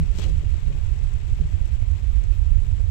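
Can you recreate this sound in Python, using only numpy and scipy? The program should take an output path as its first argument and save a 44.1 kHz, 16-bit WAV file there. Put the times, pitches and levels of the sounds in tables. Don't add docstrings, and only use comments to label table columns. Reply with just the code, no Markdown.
import sys
import numpy as np
from scipy import signal
from scipy.fft import rfft, irfft
from scipy.io import wavfile

SR = 44100
rng = np.random.default_rng(int(sys.argv[2]) if len(sys.argv) > 2 else 0)


def gain_from_db(level_db):
    decades = np.asarray(level_db, float) / 20
    return 10 ** decades


def unload_audio(sound):
    columns = np.transpose(np.atleast_2d(sound))
    steps = np.round(np.clip(columns, -1, 1) * 32767)
    wavfile.write(sys.argv[1], SR, steps.astype(np.int16))


N = 127890
T = np.arange(N) / SR


def evened(x):
    return x / np.sqrt(np.mean(x ** 2) + 1e-20)


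def read(points, hz):
    f, db = np.transpose(points)
    return np.interp(np.log(hz + 1), np.log(f + 1), db)


def curve(points):
    return gain_from_db(np.interp(T, *np.transpose(points)))


def colour(x, points, ends_db=-60):
    hz = np.fft.rfftfreq(len(x), 1 / SR)
    above = np.log2(np.maximum((hz + 1) / points[-1][0], 1))
    below = np.log2(np.maximum(points[0][0] / (hz + 1), 1))
    gain = gain_from_db(read(points, hz) + ends_db * (above + below))
    return irfft(rfft(x) * gain, len(x))


def noise(points):
    return colour(rng.standard_normal(N) * np.sqrt(SR / 2), points)


def wander(rate_hz, depth_db):
    hz = np.fft.rfftfreq(N, 1 / SR)
    drift = rfft(rng.standard_normal(N)) / (1 + (hz / rate_hz) ** 2)
    return gain_from_db(depth_db * evened(irfft(drift, N)))


def band(hz, width_hz):
    f = np.fft.rfftfreq(N, 1 / SR)
    resonance = 1 / (1 + ((f - hz) / width_hz * 2) ** 2)
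    return evened(irfft(rfft(rng.standard_normal(N)) * resonance, N))


def struck(s, rise_s, t60):
    out = np.zeros(N)
    near = slice(*np.searchsorted(T, [s, s + 1.5 * t60]))
    out[near] = (1 - np.exp((s - T[near]) / rise_s)) * gain_from_db(-60 * (T[near] - s) / t60)
    return out


def swell(s, db, length, hz=0):
    out = np.zeros(N)
    near = slice(*np.searchsorted(T, [s - 4 * length, s + 4 * length]))
    u = T[near] - s
    out[near] = gain_from_db(db) * np.exp(-(u / length) ** 2) * np.cos(2 * np.pi * hz * u)
    return out


def splat(clicks):
    # f/Hz, level/dB
    splat_tone = [(250, 9), (700, -3.5), (2600, -8), (5400, -10.5), (7900, -6), (9500, -28.5), (11500, -22),
                  (15500, -22.5)]
    kind, t = rng.integers(0, 12, N), np.arange(600) / SR
    shapes = rng.standard_normal((12, 600)) * gain_from_db(-60 * t / 0.0079)
    out = np.zeros(N)
    for k in range(12):
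        out += signal.oaconvolve(clicks * (kind == k), shapes[k])[:N]
    return colour(out, splat_tone)


def splats_at(events):
    clicks = np.zeros(N)
    for s, db in events:
        clicks[round(s * SR)] = gain_from_db(db + 16)
    return splat(clicks)


def rain_wash():
    # f/Hz, density/dB per Hz
    panels = [(320, -76.5), (700, -83), (1500, -87), (2500, -83.5), (3500, -88.5), (5400, -97), (7900, -96),
              (9400, -117)]
    # f/Hz, density/dB per Hz
    top_air = [(8000, -125), (9800, -115), (11500, -111), (15500, -113)]
    return noise(panels) * wander(52, 1.0) + noise(top_air) * wander(90, 1.4) * wander(8, .8)


def patter():
    drops_per_s, level_db, spread_db = 700, -54.5, 2
    size = gain_from_db(spread_db * np.minimum(rng.exponential(1, N), 4))
    lands = rng.random(N) < drops_per_s / SR
    return gain_from_db(level_db) * evened(splat(size * lands))


def rain():
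    ease_db_per_s = -0.91
    return (rain_wash() + patter()) * gain_from_db(ease_db_per_s * (T - 1.0))


def shell_boom():
    # f/Hz, density/dB per Hz
    boom = [(18, -66), (42, -62), (60, -55), (85, -55), (135, -59), (165, -61), (205, -71), (260, -84)]
    # t/s, level/dB
    strength = [(0, 3), (.16, 2), (.2, -3), (.3, 3), (.75, 1), (.85, -4), (1.25, -4), (1.4, 2), (1.7, -2),
                (2.9, -2)]
    return noise(boom) * curve(strength)


def knock(s, db, hz, t60):
    width_hz, tone_share = 250, 0.47
    tone = np.sqrt(2) * np.sin(2 * np.pi * hz * (T - s))
    ring = struck(s, 0.0013, t60) * (tone_share * tone + (1 - tone_share) * band(hz, width_hz))
    return gain_from_db(db) * evened(ring) * np.sqrt(t60 / 14 * SR / N)


def linkage_knocks():
    # t/s, level/dB, f/Hz, t60/s
    blows = [(0, -35.5, 234, 0.26), (.108, -40, 400, 0.088), (.187, -33, 399, 0.16), (.189, -45, 624, 0.11),
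             (.246, -37.5, 333, 0.14), (.255, -38.5, 520, 0.13), (.277, -36.5, 350, 0.15),
             (.285, -44, 500, 0.14), (.434, -36, 342, 0.065), (.545, -44, 310, 0.14),
             (.697, -39.5, 376, 0.079), (.705, -42.5, 557, 0.12), (.742, -40.5, 298, 0.11),
             (1.386, -48, 685, 0.051), (1.393, -40, 385, 0.083), (1.414, -46, 401, .2),
             (1.532, -42, 353, 0.1)]
    return sum(knock(*row) for row in blows)


def motor_hum():
    # start/s, end/s, f/Hz, level/dB
    hums = [
        (-.2, 3.1, 30.6, -42),
        (.88, 1.32, 119, -35),
        (2.46, 3.1, 121, -37),
        (-.2, 3.1, 318, -63),
    ]
    out = np.zeros(N)
    for start, end, hz, db in hums:
        on = np.clip(np.minimum(T - start, end - T) / 0.016, 0, 1)
        level = gain_from_db(db) * on * wander(1.6, 1.0)
        phase = 2 * np.pi * np.cumsum(hz * wander(4.97, 0.1403)) / SR
        out += level * np.sqrt(2) * np.sin(phase)
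    return out


def buffeting():
    # f/Hz, density/dB per Hz
    rumble = [(12, -36.5), (30, -30.5), (50, -36), (78, -33.5), (100, -39.5), (125, -55)]
    edge = [(120, -54), (200, -68), (320, -86), (560, -103)]
    residue = [(600, -96), (1000, -111), (1900, -120), (4000, -131), (10800, -140), (11500, -113),
               (15500, -125)]
    # t/s, level/dB
    gust = [(0, -1.5), (.5, -4.5), (1.0, -3), (1.75, -3.5), (2.1, -3), (2.5, -2), (2.9, -0.5)]
    # t/s, level/dB, f/Hz, length/s
    lumps = [(0.009, -11.5, 61, 0.0095), (0.059, -9.5, 55, 0.0057), (0.106, -7.5, 47.7, 0.016),
             (0.177, -11.5, 48, 0.0071), (0.261, -11.5, 59, 0.0074), (0.309, -12, 49, 0.023),
             (0.347, -9, 59.7, 0.0047), (0.384, -5.5, 59, 0.0065), (0.466, -6.5, 72.6, 0.0059),
             (0.525, -6.5, 46.7, 0.007), (0.583, -12, 61, 0.0068), (0.672, -9, 58.6, 0.015),
             (0.787, -9.5, 60, 0.0062), (0.838, -10, 60.7, 0.0074), (0.919, -9.5, 52, 0.014),
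             (0.974, -12.5, 51.4, 0.0072), (1.031, -11, 42.6, 0.02), (1.08, -20, 60.4, 0.006),
             (1.144, -8.5, 55.2, 0.012), (1.332, -4.5, 62, 0.0049), (1.412, -7.5, 42.5, 0.004),
             (1.543, -6.5, 69, 0.0087), (1.616, -5.5, 55, 0.0047), (1.732, -10, 65, 0.014),
             (1.825, -6.5, 60.4, 0.0058), (1.918, -6.5, 69.4, 0.023), (2.042, -11, 56.3, 0.0041),
             (2.093, -8.5, 47.2, 0.018), (2.177, -7, 55, 0.028), (2.243, -11, 57.3, 0.011),
             (2.309, -4.5, 47, 0.015), (2.428, -4.5, 58.5, 0.007), (2.475, -6.5, 48.6, 0.0071),
             (2.519, -3.5, 44.4, 0.011), (2.568, -2, 55, 0.0078), (2.68, -16, 53.7, 0.028),
             (2.736, -6, 62.5, 0.0091), (2.806, -8, 57.4, 0.007), (2.89, -6, 62, 0.012)]
    # t/s, level/dB, f/Hz, length/s
    end_lumps = [
        (0, -18, 45, .004),
        (2.9, -18, 45, .004),
    ]
    lulls = [0.162, .61, 0.742, .96, 1.109, 1.22, 1.499, 1.58, 1.78, 1.861, 1.979, 2.45]
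    trim_db, stretch, lump_duck = -2, 1.16, 0.53
    lull_s, lull_duck, edge_rise = 0.021, 0.51, .4
    flutter = wander(25, .8)
    between = np.ones(N)
    for s, db, hz, length in lumps:
        between *= 1 - lump_duck * swell(s, 0, length * stretch)
    for s in lulls:
        between *= 1 - lull_duck * swell(s, 0, lull_s)
    air = noise(rumble) * between + noise(edge) / between ** edge_rise
    out = air * flutter * curve(gust) + noise(residue) * wander(30, 0.93)
    for s, db, hz, length in list(lumps) + list(end_lumps):
        out += swell(s, db + trim_db, length * stretch, hz)
    return out


def thumps():
    # centre t/s, level/dB, f/Hz, half length/s
    dull_blows = [(.0065, -17.5, 161, 0.03), (.032, -17, 55.6, 0.012), (.15, -30, 161, 0.013),
                  (.192, -26.5, 168, 0.0082), (.245, -32, 170, 0.017), (.312, -27.5, 150, 0.032),
                  (0.298, -27, 61.4, 0.036), (.36, -29, 151, 0.017), (0.386, -23, 68.5, 0.038),
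                  (.455, -29.5, 138, 0.022), (.695, -38.5, 203, 0.013), (.74, -27.5, 132, 0.045),
                  (0.756, -28, 69.5, 0.026), (1.335, -20.5, 61, 0.033), (1.405, -26, 187, 0.0078),
                  (1.435, -23, 145, 0.029), (1.458, -23.5, 66.5, 0.042), (1.628, -33, 72, 0.047)]
    return sum(swell(s, db, length, hz) for s, db, hz, length in dull_blows)


def wiper_drag():
    # t/s, level/dB
    sweep = [(.11, -64), (.15, -49), (.175, -45), (.193, -38.5), (.212, -46), (.24, -41.5), (.265, -48),
             (.296, -47.5), (.33, -60)]
    # f/Hz, level/dB
    blade = [(250, 3), (700, -5.5), (1500, -11), (2900, -3.5), (4500, -8), (7900, -9), (9500, -25.5),
             (15500, -23)]
    # t/s, level/dB, f/Hz, length/s
    chatter = (0.232, -39.5, 3000, 0.028)
    on = np.clip(np.minimum(T - sweep[0][0], sweep[-1][0] - T) / 0.0067, 0, 1)
    uneven = rng.standard_normal(N) * wander(160, 1.5)
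    drag = evened(colour(uneven, blade)) * curve(sweep) * on
    s, db, hz, length = chatter
    return drag + swell(s, db, length) * band(hz, 2200)


def rubber_slips():
    # t/s, level/dB
    slips = [(.161, -45), (.177, -43), (.187, -33), (.197, -34), (.204, -39), (.219, -37), (.241, -36),
             (.248, -41), (.297, -43)]
    return splats_at(slips)


def pop(s, db, hz, length):
    spectrum = [(20, 0), (900, 0), (1500, -14), (4000, -2), (10000, 8)]
    burst = colour(swell(s, 0, length) * band(hz, .8 * hz), spectrum, ends_db=-20)
    return gain_from_db(db) * evened(burst) * np.sqrt(length * SR / N)


def air_pops():
    # t/s, level/dB, f/Hz, length/s
    bursts = [(.225, -51, 550, .012), (.240, -52, 800, .003), (.462, -50, 650, .012),
              (.555, -54, 500, .006), (.765, -49, 550, .005), (1.616, -44, 500, .006),
              (1.690, -45, 500, .003), (1.826, -45, 550, .008), (1.915, -50, 380, .005),
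              (2.298, -46, 400, .005), (2.668, -56, 450, .005), (2.718, -57, 450, .005),
              (2.805, -43, 500, .008), (2.865, -48, 380, .005)]
    return sum(pop(*row) for row in bursts)


def fine_ticks():
    # t/s, level/dB
    hits = [(0.3966, -65), (0.4235, -61.5), (0.49, -51), (0.5254, -59), (0.698, -60), (1.1395, -64),
            (1.1824, -64), (1.2428, -60.5), (1.2803, -63), (1.3153, -60), (1.3747, -58.5), (1.3934, -64),
            (1.4952, -72.5), (1.5165, -65), (1.569, -67), (1.587, -67), (1.631, -64), (1.669, -62.5),
            (1.7237, -61), (1.8943, -63.5), (1.9746, -69), (1.994, -60.5), (2.1312, -61), (2.1582, -62),
            (2.1776, -62), (2.243, -68), (2.3482, -57), (2.4834, -68), (2.6473, -60), (2.666, -59),
            (2.7698, -63.5), (2.8242, -64.5)]
    trim_db, t60 = 8, .005
    return band(12500, 6000) * sum(gain_from_db(db + trim_db) * struck(s, 0.00026, t60) for s, db in hits)


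def bright_tick():
    # t/s, level/dB
    bright_hit = (.495, -55)
    s, db = bright_hit
    return gain_from_db(db) * struck(s - .004, 0.0022, 0.047) * band(14000, 3000)


def large_drops():
    # t/s, level/dB
    drops = [(0.5418, -44), (0.681, -47), (0.892, -48), (1.0396, -46), (1.1384, -46), (1.2796, -45),
             (1.3933, -45), (1.5949, -47), (1.6772, -45), (1.8274, -48), (1.9157, -47), (2.0319, -47),
             (2.1307, -49), (2.1576, -48), (2.2394, -44), (2.5068, -47), (2.666, -47), (2.7982, -46)]
    return splats_at(drops)


def squeak(s, length, hz, glide, db):
    fuzz = signal.hilbert(band(1000, 400))
    turns = (hz - 1000) * T + glide * (T - s) ** 2 / 2
    return swell(s, db - 3, length / 2) * (fuzz * np.exp(2j * np.pi * turns)).real


def rubber_squeaks():
    # t/s, length/s, f/Hz, glide/Hz per s, level/dB
    whistles = [(.70, .03, 11500, 0, -70), (.80, .07, 11600, 0, -68), (.695, .04, 9600, 2, -73),
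                (0.844, .04, 9600, -5000, -71), (2.34, .06, 11600, 8995, -66),
                (2.38, .05, 12000, -3000, -69.5), (2.41, 0.024, 11300, -20000, -72),
                (2.524, .06, 10700, 2, -73), (2.607, 0.062, 11600, -25000, -70)]
    return sum(squeak(*row) for row in whistles)


def scene():
    water = rain() + fine_ticks() + bright_tick() + large_drops()
    body = shell_boom() + linkage_knocks() + motor_hum() + thumps()
    wiper = wiper_drag() + rubber_slips() + rubber_squeaks()
    covered_port = buffeting() + air_pops()
    return np.array([water + body + wiper, covered_port])


def low_pass(x):
    return signal.sosfilt(signal.butter(12, 15750, fs=SR, output="sos"), x)


def record(dry):
    return low_pass(dry)


dry = scene()
out = record(dry)
unload_audio(out)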